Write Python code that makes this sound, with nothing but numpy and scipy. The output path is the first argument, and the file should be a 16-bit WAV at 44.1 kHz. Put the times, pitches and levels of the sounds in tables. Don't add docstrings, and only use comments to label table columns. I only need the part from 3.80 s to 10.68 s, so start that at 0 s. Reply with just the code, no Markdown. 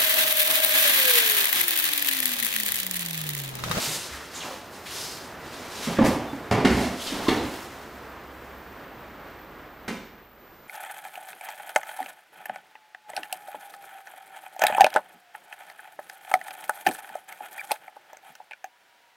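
import sys
import numpy as np
from scipy import signal
from scipy.fft import rfft, irfft
from scipy.io import wavfile

SR = 44100
rng = np.random.default_rng(int(sys.argv[2]) if len(sys.argv) > 2 else 0)


def dump(signal):
    limited = np.clip(np.atleast_2d(signal).T, -1, 1)
    pcm = np.round(limited * 32767).astype(np.int16)
    wavfile.write(sys.argv[1], SR, pcm)


N = 303408
TIME = np.arange(N) / SR


def gain_of(db):
    return 10 ** (np.asarray(db) / 20)


def evened(x):
    return x / np.sqrt(np.mean(x ** 2) + 1e-20)


def level(points):
    return gain_of(np.interp(TIME, *np.transpose(points)))


def read(points, hz):
    f, value = np.transpose(points)
    return np.interp(np.log(hz + 1), np.log(f + 1), value)


def colour(x, points, tilt_db_per_octave=0):
    hz = np.fft.rfftfreq(len(x), 1 / SR)
    octaves = np.log2((hz + 1) / 1000)
    gain = gain_of(read(points, hz) + tilt_db_per_octave * octaves)
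    return irfft(rfft(x) * gain, len(x))


def add(mix, start_s, sound):
    start = round(start_s * SR)
    sound = sound[max(-start, 0):]
    part = mix[max(start, 0):][:len(sound)]
    part += sound[:len(part)]


def drift(cutoff_hz):
    hz = np.fft.rfftfreq(N, 1 / SR)
    spectrum = rfft(rng.standard_normal(N)) / (1 + (hz / cutoff_hz) ** 4)
    return evened(irfft(spectrum, N))


def hiss(length_s, first_hz, last_hz, width_octaves):
    hz, t, z = signal.stft(rng.standard_normal(SR), SR, nperseg=512)
    centre = np.interp(t, [0, length_s], np.log2([first_hz, last_hz]))
    away = (np.log2(hz[:, None] + 1) - centre) / width_octaves
    band = signal.istft(z / (1 + away ** 2), SR, nperseg=512)[1]
    return evened(band[:int(length_s * SR)])


# f/Hz, T60/s
HALL_DECAY = [(60, 0.74), (130, 0.56), (250, 0.73), (600, 0.69), (1500, 0.61), (3000, 0.8), (6000, 0.64),
              (10000, 0.42), (15000, 0.3)]


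def hall(x, wet_db):
    taps = rng.choice([-1., 1.], SR) * (rng.random(SR) < .1)
    hz, t, z = signal.stft(taps, SR, nperseg=256)
    decay = gain_of(-60 * t / read(HALL_DECAY, hz)[:, None])
    tail = signal.istft(z * decay, SR, nperseg=256)[1]
    tail_t = np.arange(len(tail)) / SR
    tail = tail * (1 - np.exp(-(tail_t / 0.0021) ** 2))
    reflections = signal.fftconvolve(x, tail / np.linalg.norm(tail))[:len(x)]
    return x + gain_of(wet_db) * reflections


def moving(x, wet_db):
    turn = 2 * np.pi * TIME / .4
    out = np.zeros(N)
    for k in range(4):
        share = np.maximum(np.sin(turn + k * np.pi / 2), 0)
        out += hall(x * share, wet_db)
    return out


# t/s, level/dB
WASH_CURVE = [(0, -46.5), (1.5, -41), (2.6, -40.5), (3.9, -43), (5.35, -43.5), (5.8, -44.5), (6.55, -53),
              (6.88, -52)]
# f/Hz, density/(dB per Hz)
WASH_SPECTRUM = [(15, -39), (30, -32), (60, -3.5), (145, -4), (200, -2.5), (340, -0.5), (560, -2.5),
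                 (950, -3.5), (1400, -4.5), (1900, -8), (2600, -14.5), (3900, -21.5), (7000, -32.5),
                 (13000, -40)]
# f/Hz (mean), level/dB re hum curve
HUM_LINES = [(67.3, -4.5), (44.4, -3)]
# t/s, level/dB
HUM_CURVE = [(0, -71), (4, -62.5), (5.7, -57), (6.5, -62), (6.7, -68.5)]
# from t/s, to t/s, rise/dB
UPPER_HUM_SWELL = (2.9, 5.03, 10)


def background():
    wash = evened(colour(rng.standard_normal(N), WASH_SPECTRUM))
    wash = wash * gain_of(0.64 * drift(5.2))
    lines = []
    for hz, db in HUM_LINES:
        turns = np.cumsum(hz + 0.74 * drift(0.81)) / SR
        lines.append(gain_of(db) * np.sqrt(2) * np.sin(2 * np.pi * turns))
    upper, lower = lines
    start_s, end_s, swell_db = UPPER_HUM_SWELL
    ramp = np.clip(np.minimum(TIME - start_s, end_s - TIME) / .2, 0, 1)
    hum = gain_of(swell_db * ramp) * upper + lower
    return level(WASH_CURVE) * wash + level(HUM_CURVE) * hum


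WHINE_CHANGE_S = 6.6
FUZZY_DB, FUZZY_DROP_DB, CLEAN_DB = -61.5, -15, -61


def whine():
    hz = np.fft.rfftfreq(N, 1 / SR)
    skirt = 1 / (1 + ((hz - 14450) / 420) ** 4)
    peak = 2.5 / (1 + ((hz - 14351) / 9) ** 2)
    band = evened(irfft(rfft(rng.standard_normal(N)) * (skirt + peak), N))
    line = np.sqrt(2) * np.sin(2 * np.pi * 14245 * TIME)
    changed = TIME > WHINE_CHANGE_S
    fuzzy = gain_of(FUZZY_DB + FUZZY_DROP_DB * changed) * band
    return fuzzy + gain_of(CLEAN_DB) * changed * line


# t/s, length/s, level/dB (before the hall), f/Hz (mean)
FOOT_SQUEAK = (2.466, .075, -49, 3530)


def squeak():
    start_s, length_s, db, hz = FOOT_SQUEAK
    window = np.sin(np.pi * np.clip((TIME - start_s) / length_s, 0, 1))
    turns = np.cumsum(hz * (1 + 0.0064 * drift(68.0))) / SR
    return hall(gain_of(db) * window * np.sin(2 * np.pi * turns), -18)


# f/Hz, density/(dB per Hz)
CLOTH_SPECTRUM = [(100, -16), (250, 1), (600, -1.5), (1500, -2.5), (2500, -2), (4000, -0.5), (5300, -2),
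                  (7500, -5.5), (10000, -8.5), (13000, -11.5), (15000, -23), (16000, -14.5)]
# peak t/s, swell/s, fade/s, level/dB, tilt/(dB per octave)
CLOTH_RUBS = [ (0.02, .25, 0.19, -30, 1.05), (0.30, .1, 0.25, -45.5, 0), (0.58, .09, .19, -40.5, -0.5),
              (0.96, 0.094, 0.091, -49, 1), (1.17, .15, .2, -37.5, 2), (1.76, .22, 0.21, -44, -1.5),
              (2.05, 0.21, 0.093, -36.5, -0.5), (2.26, 0.027, 0.073, -34, 1.5),
              (2.499, .1, 0.38, -56.5, 1.5), (2.88, 0.039, 0.18, -37.5, -1), (3.00, .09, .13, -37, -0.5),
              (3.22, .07, 0.13, -38.5, 1), (3.30, .07, 0.24, -37.5, -2.5), (3.56, 0.11, 0.5, -49, 1),
              (4.57, .15, .5, -65, 3), (6.821, 0.44, .3, -64, -3), ]
RUSTLE_TRIM_DB = -1.0
FADE_POWER = 1.4


def uniforms():
    out, t = np.zeros(N), np.arange(2 * SR) / SR
    for peak_s, swell_s, fade_s, db, tilt_db in CLOTH_RUBS:
        fibres = rng.standard_normal(len(t))
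        snaps = rng.standard_normal(len(t)) * (rng.random(len(t)) < 350 / SR)
        rub = evened(colour(fibres + 0.22 * evened(snaps), CLOTH_SPECTRUM, tilt_db))
        rise = np.minimum(t / swell_s, 1)
        fall = np.exp(-(np.maximum(t - swell_s, 0) / fade_s) ** FADE_POWER)
        add(out, peak_s - swell_s, gain_of(db) * rise * fall * rub)
    flutter = gain_of(0.7 * drift(31))
    return gain_of(RUSTLE_TRIM_DB) * moving(out * flutter, -5.0)


# t/s, length/s, level/dB, first f/Hz, last f/Hz, half-width/octaves
MAT_SWEEPS = [ (-0.02, 0.14, -40, 1300, 1200, 4.5), (0.059, .13, -40, 7400, 7700, 0.5),
              (0.26, 0.21, -47.5, 1660, 1330, 0.52), (0.534, .08, -46.5, 7100, 6460, 0.17),
              (0.595, 0.048, -41.5, 3850, 2300, .2), (0.619, 0.14, -41.5, 1000, 600, 0.86),
              (1.045, 0.094, -43, 1900, 4500, 0.81), (1.102, 0.28, -46.5, 5270, 4900, 0.35),
              (1.709, .36, -60, 910, 1100, 2.5), (1.99, 0.24, -45, 2420, 1700, 0.97),
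              (2.163, .035, -36.5, 1690, 1740, 0.17), (2.344, 0.2, -45.5, 595, 694, 0.55),
              (2.942, .15, -36.5, 666, 654, 0.11), (3.194, .035, -41, 3190, 3430, .18),
              (3.255, .07, -38.5, 3600, 3060, 0.61), (3.303, 0.33, -41, 670, 890, 1.17),
              (3.466, 0.04, -33.5, 1010, 1080, 0.052), (3.478, .024, -30.5, 4000, 3440, 0.34),
              (3.592, 0.3, -45.5, 600, 700, 1.54), ]


def sweeps():
    out = np.zeros(N)
    for start_s, length_s, db, first_hz, last_hz, width in MAT_SWEEPS:
        stroke = hiss(length_s, first_hz, last_hz, width)
        add(out, start_s, gain_of(db) * stroke * signal.windows.tukey(len(stroke), .5))
    uneven_grip = gain_of(1.0 * drift(74))
    return moving(out * uneven_grip, -1.4)


THUMP_CYCLES = 1.88
# f/Hz, density/(dB per Hz)
THUD_SPECTRUM = [(25, -51), (48, -33), (65, -6), (85, -6.5), (150, -3.5), (250, 1), (380, -4.5), (520, -6),
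                 (750, -6), (1100, -13), (2000, -31), (5000, -63.5)]
# f/Hz, density/(dB per Hz)
SLAP_SPECTRUM = [(100, -33), (300, 7.5), (600, -3), (1000, -5.5), (1400, -3.5), (2050, -2), (2800, -8),
                 (3800, -12.5), (5200, -16.5), (9000, -26), (13000, -33), (16000, -47)]


def contact(thump_db, hz, thud_db, slap_db, tilt_db, rise_s, decay_s):
    t = np.arange(SR) / SR
    weight, skin = rng.standard_normal((2, SR))
    onset = 1 - np.exp(-t / rise_s)
    swing = np.exp(-t * hz / THUMP_CYCLES) * np.sin(2 * np.pi * hz * t)
    thump = gain_of(thump_db) * swing
    thud = gain_of(thud_db) * evened(colour(weight, THUD_SPECTRUM)) * np.exp(-t / (1.24 * decay_s))
    cracks = skin * (0.3 + (rng.random(SR) < 2200 / SR) * 3.4)
    slap = gain_of(slap_db) * evened(colour(cracks, SLAP_SPECTRUM, tilt_db)) * np.exp(-t / decay_s)
    return hall(onset * thump, -2.0) + hall(onset * (thud + slap), 0.17)


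# t/s, thump level/dB, thump f/Hz, thud level/dB, slap decay/s
SOFT_LOADS = [ (0.074, -26.5, 148, -43, .044), (0.31, -39, 67, -68, .03), (0.635, -52, 202, -43, 0.034),
              (2.071, -13, 233, -29, 0.042), (2.212, -11, 239, -20, .02), (2.240, -28, 257, -20.5, 0.036),
              (2.531, -20.5, 280, -34, 0.01), (2.776, -4, 416, -23.5, 0.043),
              (2.900, -23.5, 66, -24, 0.036), (2.950, -12.5, 189, -27, 0.064), (3.013, -15, 241, -33, .012),
              (3.320, -10, 290, -34, 0.093), (3.562, -24, 363, -28, 0.033), ]
STEP_RISE_SHARE = 0.13
STEP_SLAP_DB, STEP_TILT_DB = -7.5, 0


def steps():
    out = np.zeros(N)
    for start_s, thump_db, hz, thud_db, decay_s in SOFT_LOADS:
        slap_db = thud_db + STEP_SLAP_DB
        rise_s = STEP_RISE_SHARE * decay_s
        add(out, start_s, contact(thump_db, hz, thud_db, slap_db, STEP_TILT_DB, rise_s, decay_s))
    return out


# t/s, thump level/dB, thump f/Hz,
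# thud level/dB, slap level/dB, slap tilt/(dB per octave), sleeve level/dB, slap decay/s
HARD_LANDINGS = [ (2.1858, -6, 253, -12.5, -18.5, -2.5, -55, 0.01),
                 (2.7114, -18, 114, -15, -18.5, 0, -36, 0.018),
                 (2.8475, -6, 245, -15, -11.5, -0.64, -40, 0.009),
                 (3.4836, -10, 300, -18.5, -20.5, -0.5, -34.5, .014),
                 (6.0785, -24.5, 229, -29.5, -25.5, -0.5, -38.5, 0.012), ]
FALL_RISE_S, SLEEVE_DECAY_S = 0.0013, .024
REBOUND_S, REBOUND_DB = .027, -6.5
REBOUND_THUMP_DB, REBOUND_SLAP_DB = -1, -7.5
BUZZ_HZ, BUZZ_OCTAVES, BUZZ_DECAY_S = 2050, .13, 0.12
BUZZ_DB, BUZZ_DB_PER_SLAP_DB = -13.5, 1.86


def falls():
    out, t = np.zeros(N), np.arange(SR) / SR
    for start_s, thump_db, hz, thud_db, slap_db, tilt_db, sleeve_db, decay_s in HARD_LANDINGS:
        add(out, start_s, contact(thump_db, hz, thud_db, slap_db, tilt_db, FALL_RISE_S, decay_s))
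        rebound = contact(thump_db + REBOUND_THUMP_DB, hz, thud_db, slap_db + REBOUND_SLAP_DB,
                          tilt_db, 2 * FALL_RISE_S, decay_s)
        add(out, start_s + REBOUND_S, gain_of(REBOUND_DB) * rebound)
        cloth = evened(colour(rng.standard_normal(SR), CLOTH_SPECTRUM))
        sleeve = gain_of(sleeve_db) * cloth * np.exp(-t / SLEEVE_DECAY_S)
        buzz_gain = gain_of(BUZZ_DB + BUZZ_DB_PER_SLAP_DB * slap_db)
        buzz = buzz_gain * hiss(1, BUZZ_HZ, BUZZ_HZ, BUZZ_OCTAVES) * np.exp(-t / BUZZ_DECAY_S)
        onset = 1 - np.exp(-t / 0.002)
        add(out, start_s, hall((sleeve + buzz) * onset, -1))
    return out


# f/Hz, side re mid level/dB
SIDE_SPECTRUM = [(60, -38), (250, -34), (600, -21), (1200, -15), (2500, -11), (4500, -8), (8500, -8),
                 (10000, -11.5), (11500, -19), (12500, -28)]
# f/Hz, left minus right level/dB
RIGHT_LEAN = [(60, -1.75), (300, -1.75), (700, -1.4), (1400, -.7), (3000, 0), (14000, 0)]


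def scene():
    mid = background() + whine() + squeak() + uniforms() + sweeps() + steps() + falls()
    z = signal.stft(mid, SR, nperseg=128)[2]
    random_phase = np.exp(2j * np.pi * rng.random(z.shape))
    diffuse = signal.istft(z * random_phase, SR, nperseg=128)[1][:N]
    side = colour(diffuse, SIDE_SPECTRUM)
    left_gain = [(hz, db / 2) for hz, db in RIGHT_LEAN]
    right_gain = [(hz, -db / 2) for hz, db in RIGHT_LEAN]
    return np.array([colour(mid + side, left_gain), colour(mid - side, right_gain)])


EDGE_HZ = 15750


def record(dry):
    lowpass = signal.firwin(511, EDGE_HZ, window=("kaiser", 9), fs=SR)
    return signal.oaconvolve(dry, lowpass[None], "same")


dry = scene()
out = record(dry)
dump(out)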